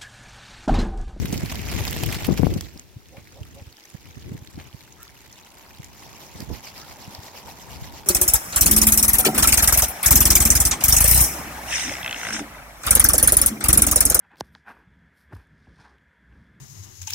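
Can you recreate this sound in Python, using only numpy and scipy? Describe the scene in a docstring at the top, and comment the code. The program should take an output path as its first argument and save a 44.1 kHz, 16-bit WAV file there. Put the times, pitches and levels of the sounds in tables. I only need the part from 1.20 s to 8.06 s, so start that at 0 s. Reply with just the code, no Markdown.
"""Ducks and geese dabble in a muddy puddle on a lawn: grains of noise tick and rising bubbles plip.
Bills click as ringing ticks, feet slap mud, one bird bathes in puffs of noise; soft calls ring in two resonances.
At first a loud crackling rustle of snaps swells close by and dies away, while wind thumps on the microphone
ports as turbulent noise and short pressure swings. Far traffic, a slow swell of coloured noise, lies behind."""
import sys
import numpy as np
from scipy import signal
from scipy.fft import rfft, irfft, next_fast_len
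from scipy.io import wavfile
from scipy.ndimage import map_coordinates

SR = 44100
rng = np.random.default_rng(int(sys.argv[2]) if len(sys.argv) > 2 else 0)


def to_wav(sig):
    """Store sig (one row per channel, or 1-D mono) as 16-bit WAV at the path in sys.argv[1].

    Samples outside -1..1 are clipped; the rate is SR.
    """
    pcm = np.clip(np.atleast_2d(sig), -1, 1) * 32767
    pcm = np.round(pcm).astype(np.int16)
    wavfile.write(sys.argv[1], SR, pcm.T)  # frames by channels


N = 302526
TOP_HZ = 16050  # upper band limit

# The flock's dabbling. Each row: time in seconds, relative level in dB.
DABBLE_LEVEL = [(1.5, -63), (1.85, -60.5), (2.1, -56.5), (2.9, -54), (4.4, -52), (6.86, -49.5)]
# Spectrum of the wet ticking. Each row: frequency in Hz, relative level in dB.
MUD_COLOUR = [(300, -14), (800, -2.5), (1500, 0.5), (2300, 2), (3300, -1.5), (4500, -1.5), (6800, 2.5),
              (8800, -10.5), (10500, -6), (13000, -2), (16000, -14)]


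def dabbling():
    """Granular noise and bubble resonance: bills sieve mud with steady ticking; bubbles and plops come in bouts."""
    level_db, = curves(DABBLE_LEVEL)
    bouts = unit(amp(2.4 * wobble(16)))
    contacts = grains(rate=300, life=.001, spread_db=2.5)
    ticking = mottled(airborne(MUD_COLOUR, contacts), depth_db=3.5, width_hz=892)
    bubbles = droplets(rate=200, centre_hz=3335, cycles=5.5, spread_db=3.5)
    plops = droplets(rate=70, centre_hz=2010, cycles=3.2, spread_db=3.5)
    water = amp(-6) * bubbles + amp(-9.5) * plops
    return amp(level_db) * (amp(-1.0) * ticking + bouts * water)


def droplets(rate, centre_hz, cycles, spread_db):
    """Bubble resonance: tiny bubbles ring and rise in pitch, each from its own spot in the puddle; rms 1."""
    out, t = np.zeros((2, N)), np.arange(SR // 60) / SR
    for when, pitch, size, place, life in rng.random((int(rate * N / SR), 5)):
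        hz = centre_hz * 2 ** (2 * pitch - 1)
        delay = np.array([[place], [1 - place]]) * 0.0004  # seconds to each port
        age = np.maximum(t - delay, 0)
        turns = hz * age * (1 + 12 * age)
        plip = np.sin(2 * np.pi * turns) * np.exp(-turns / (cycles * (.5 + life)))
        gain = amp(-spread_db * np.log(size + 0.079)) * sides(6 * (.5 - place))
        add(out, when * N / SR, gain * plip)
    return unit(out)


# The nearest bill snaps. Each row: start in seconds, relative peak in dB, ring in Hz.
NEAR_BILLS = [(1.575, -34, 5000), (1.595, -28, 6500), (2.231, -37, 3030), (2.568, -38, 4800),
              (2.7, -39, 9200), (3.023, -39, 3330), (3.273, -33, 4070), (3.528, -37.5, 3200),
              (3.607, -37.5, 3650), (3.83, -26.5, 13100), (4.127, -33, 6100), (4.644, -30, 6700),
              (5.204, -25, 5000), (5.578, -31, 5030), (5.949, -27, 4730)]
# Fainter snaps from the rest of the flock, levels on the same relative scale.
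SNAPS_PER_S, SNAP_DB, SNAP_SPREAD_DB = 7, -40.5, 2
SNAP_HZ, SNAP_OCTAVES, SNAP_PAN_DB = 5200, 0.65, 3.5  # pitch, its spread, and the pan spread of all snaps


def bills():
    """Cavity resonance: a wet bill snaps shut with a broad tick that rings briefly in its cavity."""
    out, count = np.zeros((2, N)), int(SNAPS_PER_S * N / SR)
    times = rng.uniform(0, N / SR, count)
    faint = [(s, SNAP_DB + SNAP_SPREAD_DB * size, SNAP_HZ * 2 ** (SNAP_OCTAVES * pitch))
             for s, (size, pitch) in zip(times, rng.standard_normal((count, 2)))]
    for s, db, hz in [*NEAR_BILLS, *faint]:
        pan = sides(SNAP_PAN_DB * rng.standard_normal())
        add(out, s, amp(db + 3) * pan * snap(0.0018, hz, q=5.0, broad=0.097))
    return out


# Single splashes of wings and feet. Each row: time of the height in seconds, level in dB, half length in seconds.
SPLASHES = [(4.83, -48.5, 0.06), (5.029, -44, 0.054), (5.204, -43.5, 0.04)]
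# Spectrum of the spray. Each row: frequency in Hz, relative level in dB.
WATER_COLOUR = [(300, 0.5), (800, 6.5), (1500, -2), (2300, 0.5), (3700, -1.5), (5200, 3.5), (6800, -1.5),
                (8800, -12), (10500, -9), (13000, -3.5), (16000, -10)]
# The bathing bird beats its wings evenly.
BATH_START_S, STROKE_EVERY_S, STROKE_COUNT = 5.35, .118, 13
STROKE_DB, STROKE_SPREAD_DB, STROKE_HALF_S = -42.5, 1.4, 0.028


def bathing():
    """Amplitude-modulated spray noise: single splashes, then even wing strokes that each throw up a puff."""
    t = clock()
    strokes = []
    for k in range(STROKE_COUNT):
        stroke_db = STROKE_DB + STROKE_SPREAD_DB * rng.standard_normal()
        strokes.append((BATH_START_S + k * STROKE_EVERY_S, stroke_db, STROKE_HALF_S))
    power = sum(amp(db) ** 2 * np.exp(-((t - s) / half) ** 2) for s, db, half in [*SPLASHES, *strokes])
    drops = grains(rate=1400, life=0.00082, spread_db=1.5)
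    spray = mottled(airborne(WATER_COLOUR, drops), depth_db=3.5, width_hz=940)
    return np.sqrt(power) * spray * sides(-0.31)


# Soft calls. Each row: time of the height in seconds, relative level in dB, lower throat resonance in Hz,
# half length in seconds.
SOFT_CALLS = [(1.957, -47.5, 560, .023), (2.178, -50, 570, .024), (2.387, -48.5, 570, .021),
              (3.813, -49.5, 1330, .019), (5.628, -48.5, 1330, .02)]
UPPER_RATIO, UPPER_DB, THROAT_WIDTH_HZ = 1.29, -3.5, 140  # second resonance over the first; filter width


def calls():
    """Source and filter: uneven throat pulses and air pass two resonances, which rise as the bill opens."""
    out, t = np.zeros((2, N)), np.arange(-SR // 8, SR // 8) / SR
    for s, db, hz, half in SOFT_CALLS:
        cycle = np.cumsum(140 * (1 + rng.standard_normal(len(t)))) / SR  # about 140 pulses a second
        pulses = unit(np.diff(np.floor(np.maximum.accumulate(cycle)), prepend=0))
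        source = pulses + .45 * rng.standard_normal((2, len(t)))
        throats = [signal.iirpeak(f, max(f / THROAT_WIDTH_HZ, 1), SR) for f in (hz, hz * UPPER_RATIO)]
        # each resonance is applied twice
        lower, upper = [unit(signal.lfilter(*throat, signal.lfilter(*throat, source))) for throat in throats]
        voice = unit(lower + amp(UPPER_DB) * upper)
        rising = np.array([np.interp(t + .9 * t ** 2, t, v) for v in voice])  # plays ever faster
        add(out, s + t[0], amp(db - 0.5) * rising * np.exp(-(t / half) ** 2 / 2))
    return out


# Webbed feet slap the wet mud. Each row: start in seconds, relative level in dB.
SLAPS = [(1.966, -43.5), (3.386, -39.5)]
# Spectrum of a slap. Each row: frequency in Hz, relative level in dB.
SLAP_COLOUR = [(200, -8), (500, -2), (950, 0), (1350, -7), (2250, -1), (3400, -12), (4100, -10),
               (6000, -18), (14000, -22)]
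SLAP_ATTACK_S, SLAP_DECAY_S = .002, .028


def footsteps():
    """Impact noise: a flat foot meets the mud with a sudden smack and a short spatter."""
    smack = 0
    for s, db in SLAPS:
        age = np.maximum(clock() - s, 0)
        smack = smack + amp(db) * (1 - np.exp(-age / SLAP_ATTACK_S)) * np.exp(-age / SLAP_DECAY_S)
    return smack * airborne(SLAP_COLOUR, grains(rate=900, life=.001, spread_db=2))


# The close rustle swells and dies away. Each row: time in seconds, relative level in dB.
RUSTLE_LEVEL = [(0, -41.5), (.55, -34), (.88, -33), (1.15, -39), (1.43, -44.5), (1.62, -56.5), (1.75, -90)]
# Its sharp crackles. Each row: start in seconds, relative peak in dB, decay time in seconds, ring in Hz.
CRACKLES = [(0.055, -19.5, 0.0052, 2250), (.125, -17.5, 0.0073, 7000), (0.138, -22.5, 0.013, 2300),
            (.177, -17.5, .0022, 5600), (.259, -23, 0.0032, 3900), (0.355, -19, 0.0023, 3600),
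            (.514, -23.5, .0075, 1000), (0.652, -12.5, 0.00093, 2300), (0.678, -17, 0.0037, 4000),
            (.709, -15, .002, 12000), (.728, -15.5, 0.0036, 2520), (.835, -13.5, 0.0027, 2470),
            (0.862, -12.5, .0014, 13500), (.923, -17.5, 0.0093, 2250), (.944, -19, 0.0075, 3800),
            (1.045, -16.5, 0.0093, 2760), (1.067, -20, 0.0044, 13000), (1.174, -17.5, .007, 2280),
            (1.338, -23.5, .004, 5030), (1.409, -14, .0015, 5840)]
# Spectrum of the rustle's bed. Each row: frequency in Hz, relative level in dB.
RUSTLE_COLOUR = [(200, 9.5), (500, -1), (780, 3), (1200, -3.5), (2200, 1.5), (3600, -3.5), (5500, -2.5),
                 (7200, -4.5), (9000, -12.5), (11000, -10.5), (13200, -4.5), (16000, -13)]
# Side of the rustle. Each row: frequency in Hz, left over right in dB.
RUSTLE_SIDE = [(300, 2), (700, 2.5), (1300, -1.5), (2300, -3.5), (4400, 1), (7500, -1.5), (10000, -3.5),
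               (15000, -8)]


def rustle():
    """Superposed impulses: dense tiny snaps of many pitches surge unevenly, with sharper crackles on top."""
    level_db, = curves(RUSTLE_LEVEL)
    crackles = np.zeros((2, N))
    for s, db, life, hz in CRACKLES:
        add(crackles, s, amp(db - 1.5) * snap(life, hz, q=2.2, broad=0.33))
    contacts = grains(rate=1100, life=0.00081, spread_db=3.0)
    bed = mottled(airborne(RUSTLE_COLOUR, contacts), depth_db=3.0, width_hz=904)
    specks = droplets(rate=420, centre_hz=3760, cycles=1.6, spread_db=3.0)  # very short rings
    surges = amp(level_db + 1.6 * wobble(45))
    sound = surges * (amp(0.4) * bed + amp(-9.5) * specks) + crackles
    return filtered(sound, lambda hz: sides(along(RUSTLE_SIDE, hz)))


# Single eddies that hit a port. Each row: time of the centre in seconds, relative peak in dB, pitch in Hz,
# left over right in dB.
THUMPS = [(.012, -21, 160, 8), (.132, -14.5, 196, -6.5), (.159, -19.5, 131, -12), (.236, -16.5, 151, -4),
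          (.835, -15.5, 139, 12), (.883, -18, 117, 27), (1.089, -9, 230, 24), (1.108, -7, 162, 30),
          (1.127, -11.5, 167, 26), (1.197, -8.5, 166, 24), (1.233, -12.5, 220, 25), (1.244, -9, 134, 23),
          (1.269, -11.5, 132, 25), (1.326, -16.5, 157, -24), (1.365, -17, 168, 11), (1.561, -33.5, 240, 0),
          (1.769, -31, 111, 3), (1.983, -32.5, 117, -5), (2.218, -26, 97, 0), (2.422, -30.5, 84, 0),
          (2.478, -34, 75, 0), (2.75, -28, 126, -17), (2.976, -28.5, 108, -16), (3.12, -22, 137, -5.5),
          (3.151, -26.5, 135, -3), (3.223, -31.5, 101, 1), (3.38, -29, 210, 7), (3.547, -31.5, 107, -10),
          (4.602, -32, 115, 2), (5.158, -33, 150, -2), (5.205, -28, 189, -2), (5.228, -26, 170, -2),
          (5.303, -29.5, 343, 1), (5.314, -26, 260, -7), (5.882, -28, 109, -2.5), (5.99, -32, 86.5, 1),
          (6.625, -28.5, 91, 1)]
# Sudden sharp pops within some of the wind thumps. 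Each row: time of the centre in seconds,
# relative peak in dB, left over right in dB.
POPS = [(1.089, -16, 24), (1.233, -7, 28), (1.269, -7.5, 25), (5.303, -28, -2)]
EDDY_POP = 0.075  # share of sudden pop in every eddy


def thumps():
    """Vortex pressure: an eddy crossing a port swings the pressure and breaks into whirls; some blows pop."""
    out, t = np.zeros((2, N)), np.arange(-SR // 20, SR // 20) / SR
    jump = np.tanh(t / 0.00024) * np.exp(-(t / 0.00084) ** 2)
    for s, db, hz, pan_db in THUMPS:
        phase = rng.uniform(0, 2 * np.pi) + rng.normal(0, 0.83, (2, 1))  # differs between ports
        swing = np.cos(2 * np.pi * hz * t + phase) * np.exp(-np.hypot(t * hz, .15) / 0.44)
        band = signal.butter(2, [0.78 * hz, 2.03 * hz], "band", fs=SR, output="sos")
        whirls = unit(signal.sosfilt(band, rng.standard_normal((2, len(t)))))
        sound = swing + amp(-13.5) * whirls * np.exp(-(t / 0.0082) ** 2) + EDDY_POP * jump
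        add(out, s + t[0], amp(db + 3.5) * sides(pan_db) * sound)
    for s, db, pan_db in POPS:
        add(out, s + t[0], amp(db) * sides(pan_db) * jump)
    return out


# The breeze between gusts. Each row: time in seconds, relative level in dB.
BREEZE = [(0, -32.5), (.45, -35.5), (1.36, -33), (1.5, -49), (1.85, -56), (2.38, -48.5), (2.54, -69),
          (2.68, -65), (2.95, -51), (3.42, -50.5), (3.66, -57.5), (4.25, -58.5), (4.75, -52), (5.75, -54),
          (6.15, -56), (6.86, -50.5)]
# Gusts on top of it. Each row: time of the height in seconds, relative level in dB, half length in seconds,
# left over right in dB.
GUSTS = [(0.022, -32, .04, 11), (0.203, -33, 0.11, 0), (.6, -34, .04, 16), (.87, -33, 0.11, 15),
         (1.127, -29.5, .05, 19), (1.247, -22, 0.036, 13), (1.313, -29, .03, -8), (1.37, -29.5, 0.027, 13),
         (1.44, -40, .025, -13), (2.88, -47, .025, 15), (3.11, -41, .05, 0.5), (3.375, -41, .03, -2),
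         (5.209, -39, 0.037, -4.5), (5.317, -38, 0.038, -7), (6.596, -42.5, 0.088, 3.5)]
# Spectrum of the wind rumble. Each row: frequency in Hz, relative level in dB.
BUFFET_COLOUR = [(18, -45), (30, -8), (42, -1.5), (58, 3.5), (86, 3.5), (130, -1.5), (190, -7), (320, -10),
                 (450, -17), (700, -31), (1500, -47), (3000, -90)]


def wind():
    """Uncorrelated turbulence: each port rumbles on its own, and gusts may strike one port harder."""
    t = clock()
    breeze_db, = curves(BREEZE)
    gust_power = sum((amp(db) * sides(pan_db)) ** 2 * np.exp(-((t - s) / half) ** 2)
                     for s, db, half, pan_db in GUSTS)
    power = amp(breeze_db) ** 2 + gust_power
    rumble = unit(filtered(rng.standard_normal((2, N)), lambda hz: amp(along(BUFFET_COLOUR, hz))))
    quick = np.array([wobble(35), wobble(35)])
    slow = np.array([wobble(9), wobble(8.2)])
    lumps = unit(amp(2.7 * quick + 2.2 * slow))
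    return amp(3.5) * np.sqrt(power) * lumps * rumble


# Spectrum of the far tyre noise. Each row: frequency in Hz, relative level in dB.
TYRE_COLOUR = [(60, -9.5), (200, 5), (450, -3.5), (700, 0.5), (920, 6.5), (1200, -6), (1800, -12.5),
               (4000, -22.5)]
# Spectrum of the quiet yard. Each row: frequency in Hz, relative level in dB.
YARD_COLOUR = [(25, 15), (80, -27), (350, 2), (600, -8), (1200, -12.5), (2500, -10), (6000, -11),
               (9000, -19.5), (13000, -16), (16000, -15)]
# Far traffic comes nearer, passes and starts to recede.
PASS_S, PASS_DB, PASS_WIDTH_S, FADE_DB_PER_S = 6.27, -48, 0.81, 5.5


def background():
    """Diffuse noise: the quiet air of the yard, and the tyre noise of far traffic, loudest as it passes."""
    distance = np.hypot(clock() - PASS_S, PASS_WIDTH_S) - PASS_WIDTH_S
    tyres_db = PASS_DB - FADE_DB_PER_S * distance
    air = airborne(YARD_COLOUR, amp(-53.5 + 0.5 * wobble(3.82)))
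    return air + airborne(TYRE_COLOUR, amp(tyres_db + 1.2 * wobble(6.9)))


# Likeness of the two ports. Each row: frequency in Hz, left-right correlation from -1 to 1.
ALIKE = [(100, 0.86), (720, 0.79), (1400, -0.056), (2200, 0.69), (3500, 0.074), (5200, 0.15), (6500, -.4),
         (8500, 0.076), (15000, 0.016)]


def airborne(colour, envelope):
    """Spatial coherence: enveloped noise is coloured and heard by two spaced ports; rms follows the envelope."""
    grid = np.linspace(0, SR / 2, 2048)
    norm = np.sqrt(np.mean(amp(along(colour, grid)) ** 2 * (grid < TOP_HZ)))

    def mid_side(hz):
        turn = np.arccos(np.clip(along(ALIKE, hz), -1, 1)) / 2
        return amp(along(colour, hz)) / norm * [np.cos(turn), np.sin(turn)]

    mid, side = filtered(envelope * rng.standard_normal((2, N)), mid_side)
    return np.array([mid + side, mid - side])


def grains(rate, life, spread_db):
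    """Poisson statistics: an rms 1 envelope of tiny soft-edged bursts, uneven in size, rate a second."""
    sizes = amp(spread_db * np.minimum(rng.exponential(size=N), 3))
    energy = (rng.random(N) < rate / SR) * sizes ** 2
    pole = np.exp(-1 / (0.91 * life * SR))
    spread = signal.filtfilt([1], [1, -pole], energy, padtype=None)  # rises and decays alike
    return unit(np.sqrt(np.abs(spread)))


def mottled(x, depth_db, width_hz):
    """Time-varying spectrum: every few milliseconds the contact changes, and with it the colour."""
    z = signal.stft(x, nperseg=256)[2]
    rows, cols = np.indices(z.shape[1:])
    places = [rows * SR / 256 / width_hz, cols / 4]
    field = map_coordinates(rng.standard_normal(z.shape[1:]), places, order=1, mode="wrap")
    gain = unit(amp(depth_db * np.clip(unit(field), -2, 2)))
    return signal.istft(z * gain, nperseg=256)[1][:, :N]


def snap(life, hz, q, broad):
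    """Impulse and resonance: a peak 1 tick rings briefly, at times reaching one port slightly later."""
    t = np.arange(SR // 25) / SR
    noise = rng.standard_normal(len(t)) + 0.53 * rng.standard_normal((2, len(t)))
    tick = np.tanh(noise) * np.exp(-t / life) * (1 - np.exp(-t / (0.094 * life)))
    ring = signal.lfilter(*signal.iirpeak(min(hz, TOP_HZ), q, SR), tick)
    left, right = ring + broad * tick
    late_left, late_right = rng.choice([0, 0, 18]), rng.choice([0, 2, 3])  # samples
    pair = np.array([np.roll(left, late_left), np.roll(right, late_right)])
    return pair / np.abs(pair).max()


def amp(db):
    """Logarithmic level: decibels to gain."""
    return 10 ** (np.asarray(db) / 20)


def unit(x):
    """Mean power: scale to rms 1."""
    return x / np.sqrt(np.mean(x ** 2) + 1e-20)


def along(points, hz):
    """Logarithmic frequency: (Hz, value) points joined on a log axis."""
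    f, v = np.transpose(points)
    return np.interp(np.log(hz + 1), np.log(f + 1), v)


def clock():
    """Uniform sampling: the time of each sample in seconds."""
    return np.arange(N) / SR


def curves(rows):
    """Linear interpolation: one value per sample for each column after the time."""
    s, *cols = np.transpose(rows)
    return [np.interp(clock(), s, c) for c in cols]


def wobble(rate):
    """Slow random modulation: a smooth curve through rate random knots a second."""
    return map_coordinates(rng.standard_normal(int(N * rate / SR) + 4), [clock() * rate])


def filtered(x, response):
    """Linear filtering: the spectrum of x times a response of frequency."""
    m = next_fast_len(N + SR // 4)
    return irfft(rfft(x, m) * response(np.fft.rfftfreq(m, 1 / SR)), m)[..., :N]


def sides(pan_db):
    """Constant-power panning: left and right gains for a left over right level in dB."""
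    g = amp(np.array([np.atleast_1d(pan_db), -np.atleast_1d(pan_db)]) / 2)
    return g / np.sqrt(np.mean(g ** 2, axis=0))


def add(track, s, sound):
    """Superposition: mix a stereo sound into the track at time s."""
    part = track[:, max(round(s * SR), 0):][:, :sound.shape[1]]
    part += sound[:, :part.shape[1]]


# Side of the dabbling and bathing. Each row: frequency in Hz, left over right in dB.
BIRD_SIDE = [(1000, 1.0), (2400, -1.0), (6000, 0.2), (14000, -3.5)]


def scene():
    """Superposition: birds and yard, with the wind on top."""
    puddle = filtered(dabbling() + bathing(), lambda hz: sides(along(BIRD_SIDE, hz)))
    birds = puddle + bills() + footsteps() + calls()
    return birds + rustle() + background() + wind() + thumps()


def record(dry):
    """Band limiting: peaks clip at full scale, then the deepest rumble and all above the limit are cut."""
    clipped = np.clip(dry, -1, 1)
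    return filtered(clipped, lambda hz: (hz < TOP_HZ) * hz ** 4 / (hz ** 4 + 36 ** 4))


dry = scene()
out = record(dry)
to_wav(out)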